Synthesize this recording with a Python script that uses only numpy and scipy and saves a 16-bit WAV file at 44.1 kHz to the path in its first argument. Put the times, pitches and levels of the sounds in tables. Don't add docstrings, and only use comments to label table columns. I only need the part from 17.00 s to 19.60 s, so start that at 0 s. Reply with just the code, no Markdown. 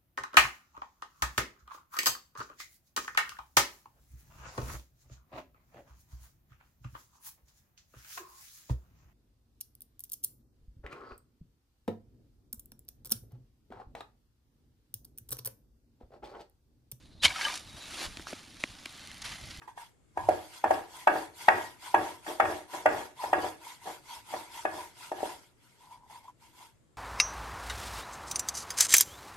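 import sys
import numpy as np
from scipy import signal
from scipy.fft import rfft, irfft
from scipy.io import wavfile
from scipy.ndimage import uniform_filter1d

SR = 44100
rng = np.random.default_rng(int(sys.argv[2]) if len(sys.argv) > 2 else 0)


def decibels_to_gain(level_db):
    exponent = np.asarray(level_db, float) / 20
    return 10 ** exponent


def pcm_store(signal):
    levels = np.round(np.clip(np.atleast_2d(signal), -1, 1) * 32767)
    wavfile.write(sys.argv[1], SR, levels.astype(np.int16).T)


N = 114660


def evened(x):
    return x / np.sqrt(np.mean(x ** 2) + 1e-20)


def read(points, hz):
    f, value = np.transpose(points)
    return np.interp(np.log(hz + 1), np.log(f + 1), value)


def curve(points, col=1):
    rows = np.array(points)
    return np.interp(np.arange(N) / SR, rows[:, 0], rows[:, col])


def add(mix, s, sound):
    part = mix[..., round(s * SR):][..., :sound.shape[-1]]
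    part += sound[..., :part.shape[-1]]


def coloured(x, points):
    z = rfft(x)
    flat = z / np.sqrt(uniform_filter1d(abs(z) ** 2, size=1500) + 1e-12)
    return evened(irfft(flat * decibels_to_gain(read(points, np.fft.rfftfreq(N, 1 / SR))), N))


def ring(hz, t60, soft, length=.15):
    t = np.arange(round(length * SR)) / SR
    return (1 - np.exp(-t / soft)) * decibels_to_gain(-60 * t / t60) * np.sin(2 * np.pi * hz * t)


def drift(per_s):
    span = round(SR / 64 / per_s)
    steps = uniform_filter1d(uniform_filter1d(rng.standard_normal(N // 64 + 2), span), size=3)
    return np.repeat(evened(steps - uniform_filter1d(steps, 4 * span)), 64)[:N]


def crackle(per_s, size_db, share, colour, count=30):
    happens = rng.random(N) < per_s / SR * decibels_to_gain(2 * drift(90))
    size = decibels_to_gain(size_db * np.minimum(rng.exponential(1, N), 4)) * happens
    kind = rng.integers(0, count, N)
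    t = np.arange(900) / SR
    grains = np.zeros((2, N))
    for k, hz in enumerate(np.geomspace(500, 12000, count)):
        snap = rng.standard_normal((2, 900)) * decibels_to_gain(-60 * t / 0.0065)
        curl = 0.29 * np.sqrt(hz / 3000) * ring(hz, 35 / hz + 0.019, 0.0001, length=900 / SR)
        grains += signal.oaconvolve((size * (kind == k))[None], snap + curl * [[1], [0]], axes=1)[:, :N]
    share = np.clip(share, 0, 1)
    hiss = rng.standard_normal((2, N)) * decibels_to_gain(.6 * drift(40))
    blend = np.sqrt(share) * evened(grains) + np.sqrt(1 - share) * hiss
    return np.array([coloured(v, colour) for v in blend])


# time [s], level [dB].
LANDING = [
    (.215, -64),
    (.225, -38),
    (.234, -25),
    (.245, -18),
    (.258, -18.5),
    (.267, -25.5),
    (.277, -36),
    (.3, -43.5),
]
# frequency [Hz], density [dB per Hz].
CRUNCH = [(180, -23), (300, -22), (700, -19), (1900, -13), (3240, -5.5), (5500, -12.5), (9550, -19.5),
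          (16000, -36)]
# start [s], level [dB], main ring [Hz].
KNOCKS = [(0.245, -25, 3040), (.251, -5.5, 3179), (0.2549, -12, 2210), (0.259, -25, 2900), (.28, -24, 2350),
          (0.28, -25, 4250), (.285, -38.5, 940), (0.307, -33.5, 1524), (0.303, -28, 2290),
          (.358, -29.5, 1300), (.362, -32, 2210), (.39, -36, 2160), (0.410, -28, 1594), (.4105, -25, 2240),
          (0.416, -27, 4520), (0.431, -27.5, 1640), (.445, -26, 2960), (.451, -25, 1640), (0.45, -19, 3030),
          (.448, -37, 910), (.501, -34, 1011), (.527, -40, 977), (.468, -28, 1206), (.483, -27.5, 2270),
          (.495, -35, 1033), (.575, -44, 3670)]
OVERTONE, OVERTONE_DB = 1.7, -5.5
TICK_DB, SOFT_S, KNOCK_T60, CONTACT_S = -12, 0.0003, .07, 0.0049
THUD_S, THUD_DB, THUD_HZ, THUD_T60 = .252, -34, 85, 0.16


def sticks():
    rows = [(LANDING[0][0] - .003, -90)] + list(LANDING) + [(LANDING[-1][0] + 0.025, -90)]
    out = decibels_to_gain(curve(rows)) * crackle(4000, 4.5, 0.4, CRUNCH) * [[1], [.5]]
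    out[0] += rattle()
    add(out[0], THUD_S, decibels_to_gain(THUD_DB) * ring(THUD_HZ, THUD_T60, 0.0065, length=.3))
    add(out[0], THUD_S - .004, decibels_to_gain(THUD_DB) * ring(1.45 * THUD_HZ, 0.5 * THUD_T60, 0.0051, length=.3))
    add(out[0], THUD_S - .008, decibels_to_gain(-26) * ring(250, .045, .003))
    t = np.arange(600) / SR
    for s, db, hz in KNOCKS:
        t60 = KNOCK_T60 * (1500 / hz) ** .7
        tick = rng.standard_normal((2, round(.15 * SR))) * ring(4150, 0.008, 0.00026)
        contacts = (rng.random(600) < 2000 / SR) * rng.standard_normal(600)
        scrape = contacts * np.exp(-t / CONTACT_S) * .22 + (t == 0)
        wood = ring(hz, t60, SOFT_S)
        wood += 0.16 * ring(hz * 0.494, .5 * t60, SOFT_S)
        wood += decibels_to_gain(OVERTONE_DB) * ring(hz * OVERTONE, 0.28 * t60, SOFT_S)
        strike = wood * [[1], [.6]] + decibels_to_gain(TICK_DB) * tick
        add(out, s, decibels_to_gain(db - 2.5) * signal.oaconvolve(strike, scrape[None], axes=1))
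    return out


WOOD = [763, 940, 1206, 1640, 1856, 2210, 2410, 2900, 3120, 3670, 4500, 5500]
RATTLE_DB, RATTLE_PER_S, RATTLE_T60, RATTLE_EASED_S = -4.5, 1200, 0.033, 0.69


def rattle():
    t, out = np.arange(N) / SR, np.zeros(N)
    size = decibels_to_gain(5.4 * np.minimum(rng.exponential(1, N), 3)) * (rng.random(N) < RATTLE_PER_S / SR)
    kind = rng.integers(0, len(WOOD), N)
    for k, hz in enumerate(WOOD):
        mode = ring(hz, RATTLE_T60 * np.sqrt(1500 / hz), 0.00027)
        out += signal.oaconvolve(size * (kind == k), mode)[:N]
    settling = np.clip((RATTLE_EASED_S - t) / 0.2, .2, 1) * (t > LANDING[0][0])
    return decibels_to_gain(RATTLE_DB + curve(STIR)) * settling * evened(out)


# time [s], level [dB], weight on them [dB].
STIR = [(0, -63, -0.5), (.2, -70, 9), (.29, -42, 2), (.34, -42, -17), (.45, -36, -3), (.56, -41, -4),
        (.63, -53, -3), (.74, -52.5, 1.5), (.93, -43, -2), (1.045, -35.5, 3), (1.085, -48.5, 2.5),
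        (1.45, -55, -1.5), (1.8, -53.5, -5.5), (2.03, -50, 2), (2.2, -52.5, -29), (2.3, -45.5, -5),
        (2.42, -49, 2.5), (2.6, -51, -10)]
# start [s], fade t60 [s], level [dB].
SCUFFS = [
    (0.767, 0.34, -47),
    (1.269, 0.048, -37),
    (1.277, 0.56, -42.5),
    (1.595, 0.73, -47.5),
    (1.865, 0.45, -53),
    (2.07, 0.076, -61),
    (2.24, 0.12, -39.5),
    (2.252, 0.35, -39.5),
    (2.41, 0.08, -47),
    (2.498, 0.2, -45),
]


def stir():
    power, t = decibels_to_gain(curve(STIR)) ** 2, np.arange(SR // 2) / SR
    for s, t60, db in SCUFFS:
        add(power, s, decibels_to_gain(db - 60 * t / t60) ** 2 * np.minimum(t / 0.0054, 1))
    return np.sqrt(power)


def patchy(x):
    z = signal.stft(x, nperseg=512)[2]
    field = uniform_filter1d(rng.standard_normal(z.shape[1:]), size=3, axis=0)
    field = uniform_filter1d(field, size=4, axis=1)
    return evened(signal.istft(z * decibels_to_gain(1.8 * evened(field)), nperseg=512)[1][:, :N])


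# frequency [Hz], density [dB per Hz].
LEAF = [(180, -14), (300, -2.5), (685, -7), (2040, -4.5), (4140, -2), (9600, -11), (16000, -24)]
WEIGHT_HZ, GRAINS_PER_S, SIZE_DB, CRACKLE = 1300, 1500, 4, 0.32


def leaves():
    x = patchy(crackle(GRAINS_PER_S, SIZE_DB, CRACKLE, LEAF))
    low = signal.sosfilt(signal.butter(2, WEIGHT_HZ, fs=SR, output="sos"), x)
    return stir() * (x + (decibels_to_gain(curve(STIR, col=2)) - 1) * low)


RUB_HZ = [2070, 3060, 4080]
RUB_WIDTH, RUB_DB, RUB_S = 98, -7.5, 1.895


def rub():
    t = np.arange(N) / SR
    drive = rng.standard_normal((2, N)) * decibels_to_gain(3.3 * drift(90))
    out = sum(signal.lfilter(*signal.iirpeak(hz, hz / RUB_WIDTH, SR), drive) * 2000 / hz for hz in RUB_HZ)
    return decibels_to_gain(RUB_DB) * stir() * np.clip((t - RUB_S) / 0.13, 0, 1) * evened(out)


# start [s], level [dB], crack [Hz], thump [Hz], thump [dB].
SNAPS = [(1.1712, -23, 3230, 282, -14), (1.1726, -29, 1930, 705, -9), (1.1956, -33.5, 1510, 327, 1.5),
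         (1.1967, -38, 1100, 566, -2), (1.270, -25, 1390, 925, -10), (1.329, -32.5, 1400, 535, 13.5),
         (1.333, -29, 2630, 298, 1.5), (1.638, -13, 2350, 577, -8), (1.6388, -22, 1780, 284, -3.5),
         (1.6408, -28, 3020, 915, -13), (1.8571, -24.5, 2500, 695, -5.5), (1.8596, -25.5, 2400, 1190, 1.5),
         (1.861, -35.5, 2310, 285, -2)]
# start [s], level [dB], crack [Hz].
STALKS = [(0.2556, -20, 3210), (.2584, -16, 2510), (.2804, -24, 3310), (.3616, -27, 3510),
          (0.418, -28, 4410), (.4364, -31, 3010), (0.452, -23, 2610), (1.0495, -31, 3410),
          (1.1961, -39, 4210), (1.2051, -37, 2320), (1.2168, -38, 4510), (1.5441, -41, 4200),
          (1.5685, -38, 3800), (1.6047, -38, 3310), (1.6356, -35, 6010), (1.6754, -33.5, 3010),
          (1.7212, -40, 3610), (1.7278, -37.5, 2490), (1.7512, -39, 3310), (1.8576, -37, 9700),
          (1.8583, -25, 4570), (1.8951, -38, 5010), (1.9081, -38, 4500), (1.9255, -36, 7010),
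          (1.9775, -41, 8000), (2.0068, -38.5, 3010), (2.0735, -32, 5010), (2.1155, -29.5, 2960),
          (2.1441, -35, 4500), (2.1805, -39, 8500), (2.2508, -34, 2030), (2.2545, -29, 3410),
          (2.2711, -32, 2210), (2.3034, -34, 3310), (2.3201, -31, 2310), (2.4131, -39, 4510),
          (2.4571, -36, 7000), (2.5131, -32, 4240), (2.5505, -35, 4010), (2.5741, -37, 6500)]
CRACK_CYCLES, THUMP_CYCLES, SPIT_T60, SPIT_DB = 3.6, 2.4, .008, -9.5


def snaps():
    out, t = np.zeros((2, N)), np.arange(round(.15 * SR)) / SR
    for s, db, hz, low_hz, low_db in SNAPS + [(*row, 300, -40) for row in STALKS]:
        spit = rng.standard_normal((2, len(t))) * decibels_to_gain(SPIT_DB - 60 * t / SPIT_T60)
        spit = signal.lfilter(*signal.butter(2, [.5 * hz, 2 * hz], "band", fs=SR), spit)
        crack = ring(hz, 2 * CRACK_CYCLES / hz, 1 / hz)
        thump = decibels_to_gain(low_db) * ring(low_hz, 2 * THUMP_CYCLES / low_hz, 0.0023)
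        add(out, s, decibels_to_gain(db + 7.0) * ((crack + thump) * [[1], [.3]] + spit))
    return out


# start [s], level [dB], centre [Hz], fade t60 [s].
TEARS = [(0.411, -27, 2490, 0.035), (0.463, -34, 4800, .02), (.49, -41, 5000, .025),
         (0.54, -32, 4840, 0.027), (.555, -32.5, 6030, 0.042), (.575, -31, 5500, 0.018),
         (.594, -39.5, 6500, 0.023), (1.116, -58, 7000, 0.017), (1.304, -42, 5000, .04),
         (1.8573, -42, 9500, .016), (2.115, -40.5, 6900, 0.012), (2.2185, -34, 6200, 0.013),
         (2.221, -32.5, 4300, 0.028), (2.251, -37, 8500, .02), (2.259, -36, 4000, 0.03),
         (2.321, -38, 2940, 0.027), (2.336, -38.5, 3800, 0.026)]


def tears():
    out, t = np.zeros((2, N)), np.arange(round(0.04 * SR)) / SR
    for s, db, hz, t60 in TEARS:
        rough = rng.standard_normal((2, len(t))) * decibels_to_gain(1.9 * rng.standard_normal(len(t)))
        band = signal.lfilter(*signal.butter(2, [0.46 * hz, 1.49 * hz], "band", fs=SR), rough)
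        add(out, s, decibels_to_gain(db - 60 * t / t60) * np.minimum(t / 0.00051, 1) * evened(band))
    return out


# start [s], length [s], level [dB], start pitch [Hz], end pitch [Hz].
NOTES = [
    (0.193, 0.02, -64, 3650, 3900),
    (0.201, 0.024, -55, 3930, 4000),
    (.684, 0.026, -59.5, 3850, 3850),
    (.712, 0.08, -62.5, 3780, 3860),
    (0.8, 0.054, -56.5, 3980, 3880),
]
FAR_BIRDS_DB, FAR_BIRDS_HZ, FAR_BIRDS_WIDTH = -69, 4000, 1000


def birds():
    t = np.arange(N) / SR
    pole = np.exp(-np.pi * FAR_BIRDS_WIDTH / SR)
    noise = rng.standard_normal((2, N)) + 1j * rng.standard_normal((2, N))
    blur = signal.lfilter([1], [1, -2 * pole, pole ** 2], noise)
    far = evened((blur * np.exp(2j * np.pi * FAR_BIRDS_HZ * t)).real)
    out = decibels_to_gain(FAR_BIRDS_DB + 3.7 * drift(22)) * far
    for s, length, db, a_hz, b_hz in NOTES:
        u = np.linspace(0, 1, round(length * SR))
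        tone = np.sin(2 * np.pi * np.cumsum(a_hz + (b_hz - a_hz) * u) / SR)
        add(out, s, decibels_to_gain(db + 8) * np.sin(np.pi * u) ** .3 * tone * [[1], [2.0]])
    return out


# frequency [Hz], density [dB per Hz].
AIR = [(20, -4), (100, -1), (300, -7.5), (560, -26), (4000, -36), (15500, -40)]
AIR_DB = -65.5
# time [s], level [dB].
GUST = [(0, -60), (.3, -52.5), (.45, -84), (.6, -64.5), (.75, -54.5), (.9, -64), (1.1, -53), (1.4, -67.5),
        (1.7, -63.5), (2.15, -61.5), (2.28, -54.5), (2.6, -52.5)]


def air():
    def band(low_hz, high_hz):
        sos = signal.butter(2, [low_hz, high_hz], "band", fs=SR, output="sos")
        return evened(signal.sosfilt(sos, rng.standard_normal((2, N))))

    hush = np.array([coloured(v, AIR) for v in rng.standard_normal((2, N))])
    rumble = decibels_to_gain(curve(GUST) + 3.8 * drift(16)) * band(25, 120)
    roar = decibels_to_gain(-64.5 + 2.4 * drift(6.68)) * band(170, 380)
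    return decibels_to_gain(AIR_DB) * hush + rumble + roar


# frequency [Hz], side over mid [dB].
APART = [(25, -11), (70, -11.5), (200, -11.5), (700, -5.5), (1290, -9.5), (2380, -9.5), (4400, -24),
         (8120, -1.5), (15000, -6.5)]
PORT_HZ, PORT_WIDTH, PORT_DB = 9500, 1200, -4.5


def scene():
    mid, other = sticks() + leaves() + rub() + snaps() + tears() + birds() + air()
    hz = np.fft.rfftfreq(N, 1 / SR)
    turn = 1j * decibels_to_gain(PORT_DB) * np.exp(-((hz - PORT_HZ) / PORT_WIDTH) ** 2)
    side = irfft(rfft(other) * decibels_to_gain(read(APART, hz)) + rfft(mid) * (turn - .05), N)
    return np.array([mid + side, mid - side])


def roll_off(x):
    return signal.sosfilt(signal.butter(12, 16490, fs=SR, output="sos"), x)


# frequency [Hz], gain [dB].
MIC = [(300, 0), (450, -6), (620, 1.5), (7000, -2), (8200, -5.5), (9600, 0), (14000, -8)]
SHELF_HZ, SHELF_DB, EDGE_HZ = 14600, -30, 16400


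def record(dry):
    hz = np.fft.rfftfreq(N, 1 / SR)
    colour = decibels_to_gain(read(MIC, hz) + SHELF_DB * (hz > SHELF_HZ)) * (hz < EDGE_HZ)
    mix = irfft(rfft(dry) * colour, N)
    return roll_off(mix)


dry = scene()
out = record(dry)
pcm_store(out)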